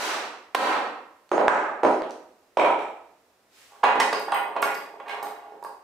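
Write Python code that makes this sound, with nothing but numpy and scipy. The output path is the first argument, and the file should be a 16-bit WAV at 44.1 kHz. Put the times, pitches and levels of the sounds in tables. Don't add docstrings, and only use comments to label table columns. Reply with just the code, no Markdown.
import sys
import numpy as np
from scipy import signal
from scipy.fft import rfft, irfft
from scipy.io import wavfile

SR = 44100
rng = np.random.default_rng(int(sys.argv[2]) if len(sys.argv) > 2 else 0)


def gain_from_decibels(decibels):
    exponent = np.asarray(decibels, float) / 20
    return 10 ** exponent


def wav_record(signal):
    frames = np.transpose(np.atleast_2d(signal))
    bounded = np.clip(frames, -1, 1)
    quanta = np.round(bounded * 32767).astype(np.int16)
    wavfile.write(sys.argv[1], SR, quanta)


N = 257103
LEAD = 4410
LENGTH = N + LEAD

# mode in Hz, level in dB, t60 in seconds.
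PLASTIC = [(1020, 5.5, 0.0022), (1170, -14, 0.017), (1862, 11, 0.11), (2690, 2.5, 0.0035),
           (4040, 7.5, 0.059), (4500, 7, 0.027), (5890, 7.5, 0.025)]
# mode in Hz, level in dB, t60 in seconds.
VISE_MODES = [(430, 6, .05), (560, 6, .05), (690, 9, .06), (815, 15, .1), (931, 10, .07), (1092, 13, .08),
              (1170, 13, .08), (1421, 9, .06),
              (1640, 14, .07), (1828, 14, .09), (2010, 9, .07), (2200, 10, .07), (2515, 10, .06),
             (2775, 12, .06), (3055, 12, .08), (3385, 12, .08), (3810, 10, .07), (4150, 7, .02),
             (4560, 9, .07), (5450, 8, .03), (6430, 6, .03), (7450, 9, .05)]
VISE = VISE_MODES


def rms_one(x):
    return x / np.sqrt(np.mean(x ** 2) + 1e-20)


def at_hz(points, hz):
    table_hz, value = np.transpose(points)
    return np.interp(np.log(hz), np.log(table_hz), value)


def band(x, low_hz, high_hz):
    return signal.sosfilt(signal.butter(2, [low_hz, high_hz], "band", fs=SR, output="sos"), x + 1e-18)


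def envelope(start_s, peak_db, swell_s, fade_db_per_s):
    since_s = (np.arange(LENGTH) - LEAD) / SR - start_s
    swell = np.clip(1 - since_s / swell_s, 0, 1) ** 3
    fade_db = fade_db_per_s * np.maximum(since_s - swell_s, 0)
    return (since_s > 0) * gain_from_decibels(peak_db - 30 * swell - fade_db)


def ring(x, hz, t60_s):
    radius, angle = gain_from_decibels(-60 / (t60_s * SR)), 2 * np.pi * hz / SR
    return signal.lfilter([0, np.sin(angle)], [1, -2 * radius * np.cos(angle), radius * radius], x + 1e-18)


def struck(points, modes, size):
    hz = np.maximum(np.arange(size + 1) * SR / size / 2, 1)
    peaks = 0
    for centre_hz, db, t60_s in modes:
        detuning = (hz - centre_hz) * t60_s * 2 * np.pi / np.log(1000)
        peaks = peaks + gain_from_decibels(2 * db) / (1 + detuning ** 2)
    cepstrum = irfft(np.log(gain_from_decibels(at_hz(points, hz)) * np.sqrt(1 + peaks)))
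    cepstrum[1:size] *= 2
    cepstrum[size + 1:] = 0
    return irfft(np.exp(rfft(cepstrum)))[:size]


def stereo_bands(weight, size):
    # frequency in Hz, likeness -1 to 1.
    likeness = [(30, .4), (70, .65), (130, .995), (300, .985), (600, .8), (2500, .22), (5000, .13),
                (14000, .4)]
    # frequency in Hz, left minus right in dB.
    sidedness = [(60, -3.5), (180, 1.5), (550, -2), (1650, -3.5), (4970, 0), (15000, -0.5)]
    edges_hz = 22 * 2 ** np.arange(0, 9.7, .5)
    out, white = 0, rng.standard_normal((2, 2, size))
    for k, (low_hz, high_hz) in enumerate(zip(edges_hz, edges_hz[1:])):
        mid, side = band(white[k % 2], low_hz, high_hz)
        hz = np.sqrt(low_hz * high_hz)
        alike = np.clip(at_hz(likeness, hz), -1, 1)
        tilt_db = at_hz(sidedness, hz) / 2
        pair = np.sqrt(1 + alike) * mid + np.sqrt(1 - alike) * side * [[1], [-1]]
        out = out + weight(hz) * pair * gain_from_decibels(np.array([[tilt_db], [-tilt_db]]))
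    return out


def knocks(events, modes, contact_s, thump_db, bright_db, edge_db, knee_db, middle_db, send_db):
    direct, send, size = np.zeros(LENGTH), np.zeros(LENGTH), 8192
    phase = np.arange(1024) / SR / contact_s
    for s, level_db, dull_db, hard_db in events:
        high_db = middle_db + 0.41 * hard_db
        top_db = hard_db + bright_db
        slope = [(25, dull_db + thump_db), (90, dull_db - 26.0), (200, dull_db - 5.5), (400, dull_db + 5.0),
                 (950, 0.038), (2200, high_db - 8.5), (3400, high_db + knee_db),
                 (5200, top_db + 3.5), (9000, top_db - 0.5), (16000, top_db + edge_db)]
        uneven = rfft(rng.standard_normal(1024) * phase * np.exp(-phase))
        strength = np.abs(uneven)
        rattle = irfft(uneven / (strength + .3 * strength.mean())) * np.exp(-(phase / 7) ** 4)
        excited = []
        for hz, db, t60_s in modes:
            seated_hz = hz * (1 + .012 * rng.normal() * (t60_s < .11))
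            excited.append((seated_hz, db + 4.5 * rng.normal(), t60_s))
        sound = struck(slope, excited, size=size)
        close = np.convolve(sound, rattle)[:size]
        sound = gain_from_decibels(level_db) * sound / np.abs(band(sound, 600, 1500)).max()
        close = gain_from_decibels(level_db) * close / np.abs(band(close, 600, 1500)).max()
        at = round(s * SR) + LEAD
        stop = min(size, LENGTH - at)
        direct[at:at + stop] += close[:stop]
        send[at:at + stop] += gain_from_decibels(send_db) * sound[:stop]
    return np.array([direct, send])


def background_air():
    # frequency in Hz, level in dB per Hz.
    air_colour = [(15, -61), (25, -19), (48, -23.5), (70, -12.5), (82, -11.5), (161, -23.5), (190, -13.5),
                  (427, -7), (503, -1), (575, -7), (2550, -18.5), (3160, -22), (3720, -19.5), (16000, -30.5)]
    spectrum = air_colour
    return gain_from_decibels(-64) * rms_one(stereo_bands(lambda hz: gain_from_decibels(at_hz(spectrum, hz)), size=LENGTH))


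def room(x, build_s, level_db):
    # frequency in Hz, t60 in seconds.
    room_t60 = [(100, 0.59), (260, 0.64), (700, 0.63), (1840, 0.61), (4850, 0.53), (12800, 0.4)]
    # frequency in Hz, level in dB.
    room_colour = [(100, -3.5), (300, 6.5), (1000, 1), (3000, 4.5), (8000, 5), (15000, 3)]
    t = np.arange(SR) / SR
    tail = stereo_bands(lambda hz: gain_from_decibels(at_hz(room_colour, hz) - 60 * t / at_hz(room_t60, hz)), size=len(t))
    tail = tail * (1 - np.exp(-np.maximum(t - .004, 0) / build_s))
    return gain_from_decibels(level_db) * signal.fftconvolve(x[None], tail, axes=1)[:, :LENGTH]


def placed(x):
    upper = signal.sosfilt(signal.butter(1, 300, "high", fs=SR, output="sos"), x)
    return x + upper * (gain_from_decibels(np.array([[-2.2], [2.2]])) - 1)


def sleeve():
    # start in seconds, peak in dB, swell in seconds, fade in dB per second.
    brush = (3.475, -54.5, .16, 45)
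    colour = [(300, -18), (2000, -2.5), (8000, -9.5), (16000, -21.0)]   # (Hz, dB)
    return envelope(*brush) * rms_one(stereo_bands(lambda hz: gain_from_decibels(at_hz(colour, hz)), size=LENGTH))


def vise_scrapes(slips_per_s, send_db):
    # start in seconds, peak in dB, swell in seconds, fade in dB per second.
    strokes = [
        (3.675, -47, .09, 403),
        (5.05, -28, 0.034, 54.5),
    ]
    slips = (rng.random(LENGTH) < slips_per_s / SR) * gain_from_decibels(2.7 * rng.exponential(1, LENGTH))
    slips = slips * rng.choice([-1, 1], LENGTH)
    slope = [(100, -37.0), (400, -1), (900, 5.0), (3000, -17), (9000, -35.0), (16000, -36)]
    scraped = rms_one(signal.fftconvolve(slips, struck(slope, VISE, size=8192))[:LENGTH])
    out = scraped * sum(envelope(*stroke) for stroke in strokes) * gain_from_decibels(-8)
    return np.array([out, gain_from_decibels(send_db) * out])


def handle_tinkles(send_db):
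    # start in seconds, level in dB, pitch favoured by the spot struck in Hz.
    strikes = [(3.8394, -34, 4800), (4.0048, -12.5, 6000), (4.132, -22, 4800), (4.1977, -30.5, 11300),
               (4.3201, -16, 6020), (4.344, -44.5, 8600), (4.346, -30, 13800), (4.6208, -19, 11450),
               (4.752, -34.5, 4770), (4.7527, -31, 11840), (5.0877, -33.5, 6300), (5.231, -22.5, 6170),
               (5.232, -32, 12800), (5.6395, -34, 5470), (5.639, -36.5, 11040)]
    # mode in Hz, level in dB, t60 in seconds.
    bar = [(4810, 3.6, 0.015), (8630, 13.4, 0.038), (10230, 0.013, 0.025), (11820, 0.005, 0.0089),
           (13400, 3, 0.027)]
    s, level_db, spot_hz = np.transpose(strikes)
    out, at = 0, np.round(s * SR).astype(int) + LEAD
    for hz, db, t60_s in bar:
        spot_loss_db = 56 * np.abs(np.log2(hz / spot_hz))
        clicks = np.zeros(LENGTH)
        clicks[at] = gain_from_decibels(level_db - spot_loss_db + db - 9)
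        out = out + ring(clicks, hz * .992, t60_s) + ring(clicks, hz * 1.01, t60_s * .7)
    return np.array([out, gain_from_decibels(send_db) * out])


def vise_knocks():
    # start in seconds, level in dB, dull weight in
    # dB, bright hardness in dB.
    joints = [(3.835, -12, -21, -19), (3.839, -7, -14.5, -24), (3.954, -13.5, 0, -22),
              (3.999, -11, -11, -6), (4.127, -16, -7, -8), (4.281, -22, -7, -31),
              (4.319, -14.5, -19, -20.5), (4.456, -23.5, -13.5, -58), (4.563, -16, -10.5, -25),
              (4.624, -12, -14, -14.5), (4.799, -36, -1, -16), (4.999, -31.5, -10, -23),
              (3.831, -10.5, -19, -35), (4.554, -28, -10, -38), (4.742, -52, 1, 25)]
    # [s, dB, dB, dB].
    clacks = [(3.887, -20.5, -37, -25), (3.995, -28, -11, 0), (4.342, -22, -46, -47.5),
              (4.674, -28, -10, -14), (4.748, -39, 8.5, -11), (5.081, -38, -6, 14.5), (5.093, -36.5, 7, 20)]
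    # [s, dB, dB, dB].
    bumps = [(4.373, -23.5, -11, -40), (4.657, -22.5, -10, -39), (4.939, -36, -4, -42),
             (5.227, -24.5, -8, -19.5), (5.45, -40.5, -1, -29), (5.52, -37.5, -0.5, -37),
             (5.626, -29.5, -10, -28), (5.647, -29.5, -19, -28.5)]
    return (knocks(joints, VISE, contact_s=0.0029, thump_db=-32, bright_db=-15,
                   edge_db=-14, knee_db=-15, middle_db=1.4, send_db=2.5)
            + knocks(clacks, VISE, contact_s=0.002, thump_db=-24, bright_db=-26,
                     edge_db=-7, knee_db=-19, middle_db=16, send_db=7.0)
            + knocks(bumps, VISE, contact_s=0.0011, thump_db=-11, bright_db=-6,
                     edge_db=0, knee_db=-15.5, middle_db=-7.5, send_db=2.5))


def tools_laid_down():
    # start in seconds, level in dB, dull weight in dB, bright hardness in dB.
    hammer_down = [
        (1.315, -12, -4, -28),
        (1.356, -23.5, -12, -36),
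        (1.378, -9.5, -8, -34.5),
        (1.411, -16.5, -23, -38),
        (1.442, -20.5, -0.5, -32),
        (1.832, -8.5, -1.5, -29),
        (1.84, -18, -2.5, -54),
        (1.848, -8.5, -12, -35),
        (1.869, -24.5, 6, -38.5),
        (1.909, -23, -6.5, -18),
    ]
    # start in seconds, level in dB, dull weight in dB, bright hardness in dB.
    part_down = [
        (2.57, -10.5, -9.5, -24.5),
        (2.595, -16, -13.5, -20),
        (2.614, -11.5, -12.5, -41.5),
        (2.646, -10, -19.5, -31.5),
        (2.684, -19.5, -8.5, -39),
        (2.701, -18, -18.5, -29.5),
        (2.789, -25, -16, -22),
        (2.821, -32.5, -19, -16.5),
    ]
    # mode in Hz, level in dB, t60 in seconds.
    bench = [(285, 5.1, 0.075), (348, 9.5, 0.087), (443, 4.8, 0.14), (604, 11, 0.011), (620, 8, 0.051),
             (800, 13, 0.098), (950, 2, 0.035), (1247, 3.6, 0.022)]
    # mode in Hz, level in dB, t60 in seconds.
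    hammer = [(4016, 13, .3), (4550, 16, .35), (5340, 23, .3), (6270, 14, .08), (6708, 13, .12),
              (8190, 14, .15), (9141, 8, .08), (10200, 11, .08)]
    # mode in Hz, level in dB, t60 in seconds.
    part = [(663, 7.2, 0.2), (790, 10.8, 0.023), (955, 4.7, 0.018), (1280, 5.9, 0.033), (2360, 12.2, 0.012),
            (3060, 3.8, 0.055), (3730, 6.7, 0.14), (5600, 13, 0.014), (6660, 12, .03), (7680, 14, 0.021),
            (9140, 6, 0.027), (10300, 8.5, 0.014), (11500, 7, 0.024)]
    return (knocks(hammer_down, bench + hammer, contact_s=0.0018, thump_db=-38.0, bright_db=-8.5,
                   edge_db=-25.5, knee_db=-21.5, middle_db=8.0, send_db=3.0)
            + knocks(part_down, bench[:4] + part, contact_s=0.002, thump_db=-11, bright_db=-15.0,
                     edge_db=-17.0, knee_db=-11, middle_db=1.5, send_db=4.5))


def part_breaking():
    # start in seconds, level in dB, dull weight in dB, bright hardness in dB.
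    chip = [
        (.6655, -12, -22, -14),
    ]
    # [s, dB, dB, dB].
    release = [
        (1.4805, -2, -12.5, -26),
    ]
    # [s, dB, dB, dB].
    snaps = [
        (1.292, -53, -12.5, 10),
        (2.020, -21, 2.5, -19.5),
        (2.097, -59, -21, 13),
        (2.108, -55, -3, 22.5),
        (2.118, -59, 5.5, 21.5),
    ]
    # mode in Hz, level in dB, t60 in seconds.
    bracket = [(592, 6, .03), (867, 6, .03), (1270, 8, .02), (1600, 7, .012), (2050, 5, .01),
               (2600, 4, .01), (5790, 4, .05), (6710, 6, .03), (7700, 9, .006)]
    return (knocks(chip, PLASTIC, contact_s=0.00074, thump_db=-16, bright_db=-16.0,
                   edge_db=-26.5, knee_db=-18, middle_db=7.0, send_db=11.0)
            + knocks(release, bracket, contact_s=0.00064, thump_db=-37.5, bright_db=-15.5,
                     edge_db=-37.0, knee_db=-20.5, middle_db=2.0, send_db=10.0)
            + knocks(snaps, PLASTIC, contact_s=0.00025, thump_db=-9.0, bright_db=-7.5,
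                     edge_db=-21, knee_db=-7.0, middle_db=9, send_db=-3.5))


def hammer_blows():
    # start in seconds, level in dB, dull weight in dB, bright hardness in dB.
    blows = [
        (-.07, -6.5, -8.5, 13),
        (.5473, -11, -13, -1),
    ]
    # [s, dB, dB, dB].
    rebound = [
        (.5510, -6.5, -8.5, -15),
    ]
    return (knocks(blows, PLASTIC, contact_s=0.0015, thump_db=-11, bright_db=-18.0,
                   edge_db=-8, knee_db=-9, middle_db=2.5, send_db=18.5)
            + knocks(rebound, PLASTIC, contact_s=0.0004, thump_db=-19.5, bright_db=-11.5,
                     edge_db=-22.0, knee_db=-14.5, middle_db=5.5, send_db=19))


def scene():
    direct, send = (hammer_blows() + part_breaking() + tools_laid_down() + vise_knocks()
                    + handle_tinkles(send_db=-0.5) + vise_scrapes(slips_per_s=1100, send_db=-1.5))
    background = background_air()
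    cloth = sleeve()
    tail = room(send, build_s=0.0067, level_db=-33)
    return (placed(direct) + tail + background + cloth)[:, LEAD:]


def top_cut(x):
    return signal.sosfilt(signal.butter(12, 16460, fs=SR, output="sos"), x)


def record(dry):
    # start in seconds, depth in dB.
    ducks = [
        (-.065, 40),
        (0.551, 31),
        (1.484, 16),
        (3.849, 0.5),
    ]
    attack_s, recover_s, recover_shape = 0.0061, .14, 1.14
    t, gain_db = np.arange(N) / SR, 0
    for s, depth_db in ducks:
        since_s = np.maximum(t - s, 0)
        drop = 1 - np.exp(-since_s / attack_s)
        gain_db = gain_db - depth_db * drop * np.exp(-(since_s / recover_s) ** recover_shape)
    dip_hz = 9900
    heard = dry - .45 * band(dry, dip_hz * .93, dip_hz * 1.07)
    limited = .85 * np.tanh(heard * gain_from_decibels(gain_db) / .85)
    mix = signal.sosfilt(signal.cheby2(18, 60, 16050, fs=SR, output="sos"), limited)
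    return top_cut(mix)


dry = scene()
out = record(dry)
wav_record(out)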